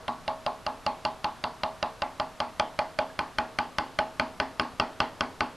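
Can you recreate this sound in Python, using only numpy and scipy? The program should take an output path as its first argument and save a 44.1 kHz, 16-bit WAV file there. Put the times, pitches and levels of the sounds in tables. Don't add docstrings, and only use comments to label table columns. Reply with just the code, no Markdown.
import sys
import numpy as np
from scipy import signal
from scipy.fft import rfft, irfft
from scipy.io import wavfile

SR = 44100
rng = np.random.default_rng(int(sys.argv[2]) if len(sys.argv) > 2 else 0)


def gain_from_db(level_db):
    decades = np.asarray(level_db, float) / 20
    return 10 ** decades


def persist_wave(psi):
    counts = np.round(np.clip(psi, -1, 1) * 32767).astype(np.int16)
    wavfile.write(sys.argv[1], SR, np.atleast_2d(counts).T)


N = 245190


def at_hz(points, hz):
    table_hz, values = np.transpose(points)
    return np.interp(np.log(np.maximum(hz, 1)), np.log(table_hz), values)


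def coloured(spectrum, size):
    white = rfft(rng.standard_normal(size))
    noise = irfft(white * gain_from_db(at_hz(spectrum, np.fft.rfftfreq(size, 1 / SR))), size)
    return noise / np.std(noise)


# pitch_hz, level_db (per Hz)
AIR = [(25, 1.5), (60, 1), (150, 1.5), (400, -5.5), (700, -1.5), (1200, -1.5), (2000, -10.5), (4000, -14),
       (8000, -21.5), (13000, -25)]
# pitch_hz, level_db (per Hz)
HISS = [(15, -33), (25, 4), (140, 7), (639, -3), (1290, -5.5), (1820, -12.5), (2420, -12), (4910, -15.5),
        (6890, -19), (12900, -23.5), (16800, -61), (22000, -120)]
AIR_DB, HISS_DB = -49, -60.5
WHINE_HZ, WHINE_DB = 12000, -83


def microphone_floor():
    whine = gain_from_db(WHINE_DB) * np.sin(2 * np.pi * WHINE_HZ * np.arange(N) / SR)
    middle = gain_from_db(AIR_DB) * coloured(AIR, N) + whine
    return middle, gain_from_db(HISS_DB) * coloured(HISS, N)


# start_s, force_db, slab_low_db, slab_high_db (what the slab's two families take up)
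BLOWS = [(0.081, -15.5, -31, -31.5), (0.2791, -14.5, -25, -28), (0.4638, -14.5, -25.5, -29),
         (0.6654, -14.5, -29.5, -28.5), (0.8647, -11.5, -27, -26), (1.051, -11.5, -28.5, -27),
         (1.244, -12.5, -31.5, -26.5), (1.4398, -12, -29.5, -32.5), (1.6347, -12, -25.5, -28.5),
         (1.8276, -11.5, -25.5, -29.5), (2.0203, -12.5, -26.5, -29.5), (2.1989, -12.5, -28.5, -29),
         (2.4027, -10, -28, -28.5), (2.5974, -7, -22.5, -26), (2.7902, -9, -23, -27),
         (2.9887, -10, -21.5, -26.5), (3.1913, -10, -33, -30), (3.385, -8, -27.5, -26.5),
         (3.5875, -8, -33, -27.5), (3.7848, -8, -30, -28.5), (3.9889, -6.5, -23.5, -24.5),
         (4.1974, -6.5, -25, -31.5), (4.4005, -7.5, -27, -29), (4.5972, -6, -32.5, -33.5),
         (4.799, -4, -27, -28), (5.0032, -4.5, -28.5, -28), (5.2083, -7, -29.5, -34),
         (5.4072, -7, -30.5, -28.5)]


def earlier_blow(near):
    start = round((BLOWS[1][0] + .125) * SR)
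    tail = np.pad(near[start:start + 2500], (0, N - 2500))
    return gain_from_db(3.0) * tail * np.exp(-np.arange(N) / 2900.0)


def ring(clicks, hz, t60):
    r, w = gain_from_db(-60 / (t60 * SR)), 2 * np.pi * hz / SR
    return signal.lfilter([0, np.sin(w)], [1, -2 * r * np.cos(w), r * r], clicks + 1e-18)


# start_s, level_db (peak), pitch_hz, t60_s
TICKS = [(.03, -41, 476, 0.086), (.866, -42, 4330, 0.2), (1.052, -47, 4360, .14), (1.245, -52, 4320, .14),
         (3.1, -37, 1650, 0.04), (4.402, -43, 4320, 0.1), (4.599, -38, 2480, 0.06),
         (4.617, -44, 9600, 0.018), (4.63, -56, 9400, .015), (4.6, -43, 4350, 0.08),
         (2.599, -44, 5000, .07), (4.8, -37, 4450, 0.1), (5.005, -36, 4350, 0.08)]


def ticks():
    out = np.zeros(N)
    for s, db, hz, t60 in TICKS:
        click = gain_from_db(db) * (np.arange(N) == int(s * SR))
        out += ring(click, hz, t60) - ring(click, hz, 0.2 * t60)
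    return out


CARRY_OVER = .75
LEAN_FROM_S, LEAN_TAKES_S = 2.64, 1.76


def creeping(shape):
    fresh = np.sqrt(1 - CARRY_OVER ** 2)
    return signal.lfilter([fresh], [1, -CARRY_OVER], rng.standard_normal(shape), axis=0)


def lean(s):
    return np.clip((s - LEAN_FROM_S) / LEAN_TAKES_S, 0, 1)


def lay(pieces, at, level_db):
    out = np.zeros(N + pieces.shape[1])
    for piece, s, db in zip(pieces, at, level_db):
        start = int(s * SR)
        out[start:start + len(piece)] += gain_from_db(db) * piece / np.linalg.norm(piece)
    return out[:N]


# start_s alone, then level_db alone
CONTACT_S = [0, .0017, .0022, .0028, .0036, .0045]
CONTACT_DB = [-24, 0, -2, -4, -8, -14]
SLIP_S, CONTACT_SCATTER_DB = .00006, -2.2


def rattled(modes, where, at, contact_db, brighten_db=0):
    rings = 0
    for k, (hz, level_db, t60) in enumerate(modes):
        if k == 1:
            level_db = level_db + brighten_db * lean(at)[:, None]
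        strength_db = contact_db + CONTACT_SCATTER_DB * creeping(where.shape) + level_db
        clicks = np.zeros((len(at), 2000))
        np.put_along_axis(clicks, where, gain_from_db(strength_db), axis=1)
        rings = rings + (-1) ** k * ring(clicks, hz, t60)
    return rings


# pitch_hz, level_db, t60_s
HEAD = [(1216, 6, 0.025), (1505, -2, 0.048), (1800, -2, 0.0052)]
SHANK = [(1964, 1.5, 0.0043), (2430, -3.5, 0.032), (2730, 0, 0.022), (3197, 8, 0.0076), (3330, -66, 0.0054)]
EDGE = [(4165, 5, 0.0034), (4293, 0.5, 0.0073), (4703, -5.5, 0.0061), (5610, 3.5, 0.0014),
        (6250, 0.5, 0.0012)]
CHISEL = [(7600, 0.5, 0.00067), (9210, 2, 0.0045), (9100, -16, 0.0042), (11000, -40, 0.0023)]
# start_s, level_db (against the force)
SQUARE = [(0, -29.5), (.65, -36), (1.1, -32.5), (1.65, -39), (2.2, -42), (2.6, -33), (3.6, -32), (4.2, -34),
          (4.6, -39.5), (5.5, -38.5)]
MEAN_FORCE_DB = -10
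HEAD_DB, HEAD_FOLLOWS, HEAD_DULL_DB, BEDS_IN_S = 2, 0.32, 13, 2.57
EDGE_DB, EDGE_DULL_DB, BITES_S, EDGE_FADE_DB_PER_S = 6.5, 18, 0.16, 0.66
SHANK_DB, CHISEL_DB = 6.5, 17
HEAD_BRIGHTENS_DB = 8
HEAD_SHRUGS = 6.1


def steel():
    at, force_db = np.transpose(BLOWS)[:2]
    head_db = HEAD_DB + HEAD_FOLLOWS * (force_db - MEAN_FORCE_DB) - HEAD_DULL_DB * np.exp(-at / BEDS_IN_S)
    edge_db = force_db + EDGE_DB - EDGE_DULL_DB * np.exp(-at / BITES_S) - EDGE_FADE_DB_PER_S * at
    chisel_db = force_db + np.interp(at, *np.transpose(SQUARE)) + CHISEL_DB
    slip_s = SLIP_S * creeping((len(at), len(CONTACT_S)))
    where = np.clip((CONTACT_S + slip_s) * SR, 0, 500).astype(int)
    contact_db = np.array(CONTACT_DB)
    touch = at - .0023

    head = rattled(HEAD, where, at, HEAD_SHRUGS * contact_db, HEAD_BRIGHTENS_DB)
    dull = lay(head, touch, head_db)
    dull = dull + lay(rattled(SHANK, where, at, contact_db), touch, force_db + SHANK_DB)
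    dull = dull + lay(rattled(EDGE, where, at, contact_db), touch, edge_db)
    lengthwise = lay(rattled(CHISEL, where, at, contact_db), touch, chisel_db)
    return lengthwise + signal.sosfilt(signal.butter(5, 6000, fs=SR, output="sos"), dull)


def struck(modes, at, blow_db, scatter_db, rise_s, late_s=.0):
    out = np.zeros(N)
    for hz, level_db, t60 in modes:
        clicks = np.zeros(N)
        where = ((at + late_s * rng.random(len(at))) * SR).astype(int)
        clicks[where] = gain_from_db(blow_db + level_db + scatter_db * rng.standard_normal(len(at)))
        out += ring(clicks, hz, t60) - ring(clicks, hz, rise_s)
    return out


# pitch_hz, level_db, t60_s
SLAB_LOW = [(566, -19, .45), (585, -6, .1), (612, 0, .09), (640, -11, .42), (712, -12, .24)]
SLAB_HIGH = [(766, -15, .3), (805, -14, .2), (839, 0, .19), (879, -10, .25), (915, -16, .33)]
SLAB_TOP = [(945, -3, .33), (975, -2, .27), (1018, -1, .27), (1046, -1, .28), (1089, 0, .3), (1126, -2, .3),
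            (1165, -2, .25), (1222, -3, .22), (1360, -6, .2)]
# pitch_hz, level_db, t60_s
BENCH = [(126.4, 1.5, 0.092), (240.4, 2, 0.26), (266.2, -6, 0.45), (314.1, -4.5, 0.22), (403.8, -2, 0.16),
         (450, -21, 1)]
# pitch_hz, level_db, t60_s
PUSH = [(164.3, 7, 0.023), (72.4, -5, 0.057)]
BODY_LEADS_S = 0.00083
TOP_DB, TOP_YIELDS, TOP_FADE_DB_PER_S = -37, 0.2, 0.52
BENCH_DB, LEAN_DB = -40.5, 8
PUSH_DB, PUSH_FOLLOWS = -24, 0.8
SLAB_FROM_HZ = 587


def slab_and_bench():
    s, force_db, low_db, high_db = np.transpose(BLOWS)
    at = s - BODY_LEADS_S
    top_db = TOP_DB - TOP_YIELDS * (low_db - low_db.mean()) - TOP_FADE_DB_PER_S * s
    bench_db = BENCH_DB + LEAN_DB * lean(s)
    push_db = PUSH_DB + PUSH_FOLLOWS * (force_db - MEAN_FORCE_DB)

    slab = struck(SLAB_LOW, at, low_db + 5, scatter_db=2.5, rise_s=0.015)
    slab = slab + struck(SLAB_HIGH, at, high_db + 5.5, scatter_db=0.2, rise_s=0.02, late_s=0.00066)
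    slab = slab + struck(SLAB_TOP, at, top_db, scatter_db=2.8, rise_s=0.0023, late_s=0.00084)
    slab = signal.sosfilt(signal.butter(4, SLAB_FROM_HZ, "high", fs=SR, output="sos"), slab)
    push = struck(PUSH, at, push_db, scatter_db=0.84, rise_s=0.014)
    bench = struck(BENCH, at, bench_db, scatter_db=2.9, rise_s=0.048)
    return -(slab + bench + push)


# pitch_hz, level_db (per Hz)
TAIL = [(150, -18), (440, -12), (580, -15), (900, -1.5), (1500, -7), (2500, -16), (4500, -16), (6000, -39),
        (12000, -58)]
# pitch_hz, t60_s
TAIL_T60 = [(60, 0.74), (400, 0.75), (1000, 0.27), (3000, 0.35), (8000, 0.24)]
TAIL_DB, ROOM_SCATTER_DB, ROOM_SWELL_S = -8, 2.2, 0.0011


def workshop():
    at, room_db = np.transpose(BLOWS)[:2]
    white, out = rng.standard_normal((2, N)), 0
    edges = 150 * 2 ** np.arange(0, 6.1, 1 / 6)
    swell = np.exp(-1 / (ROOM_SWELL_S * SR))
    for k, (low, high) in enumerate(zip(edges, edges[1:])):
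        sos = signal.butter(2, [low, high], "band", fs=SR, output="sos")
        band = signal.sosfilt(sos, white[k % 2])
        hz = np.sqrt(low * high)
        blows = np.full(N, 1e-18)
        blows[(at * SR).astype(int)] = gain_from_db(room_db + ROOM_SCATTER_DB * rng.standard_normal(len(at))) ** 2
        dying = gain_from_db(-60 / (at_hz(TAIL_T60, hz) * SR)) ** 2
        energy = signal.lfilter([dying - swell], np.convolve([1, -dying], [1, -swell]), blows)
        out = out + band * gain_from_db(at_hz(TAIL, hz)) * np.sqrt(np.abs(energy))
    return gain_from_db(TAIL_DB) * out


SHADE_HZ, SHADE_WIDTH_HZ, SHADE_FROM_S, SHADE_TAKES_S, SHADE = 3840, 1040, 1.7, 0.8, 0.7


def shaded(x):
    share = SHADE * np.clip((np.arange(N) / SR - SHADE_FROM_S) / SHADE_TAKES_S, 0, 1)
    return x - share * signal.lfilter(*signal.iirpeak(SHADE_HZ, SHADE_HZ / SHADE_WIDTH_HZ, SR), x)


def scene():
    crack, body = steel(), slab_and_bench()
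    near = shaded(crack + workshop()) + body
    floor, hiss = microphone_floor()
    mid = near + earlier_blow(near) + ticks() + floor
    side = hiss + gain_from_db(-48.0) * np.roll(crack, 9) + gain_from_db(-24.0) * np.roll(near, 30)
    return np.array([mid + side, mid - side])


def band_limit(x):
    return signal.sosfilt(signal.butter(12, 13710, fs=SR, output="sos"), x)


def record(dry):
    mix = signal.sosfilt(signal.cheby2(14, 60, 13400, fs=SR, output="sos"), dry)
    return band_limit(mix)


dry = scene()
out = record(dry)
persist_wave(out)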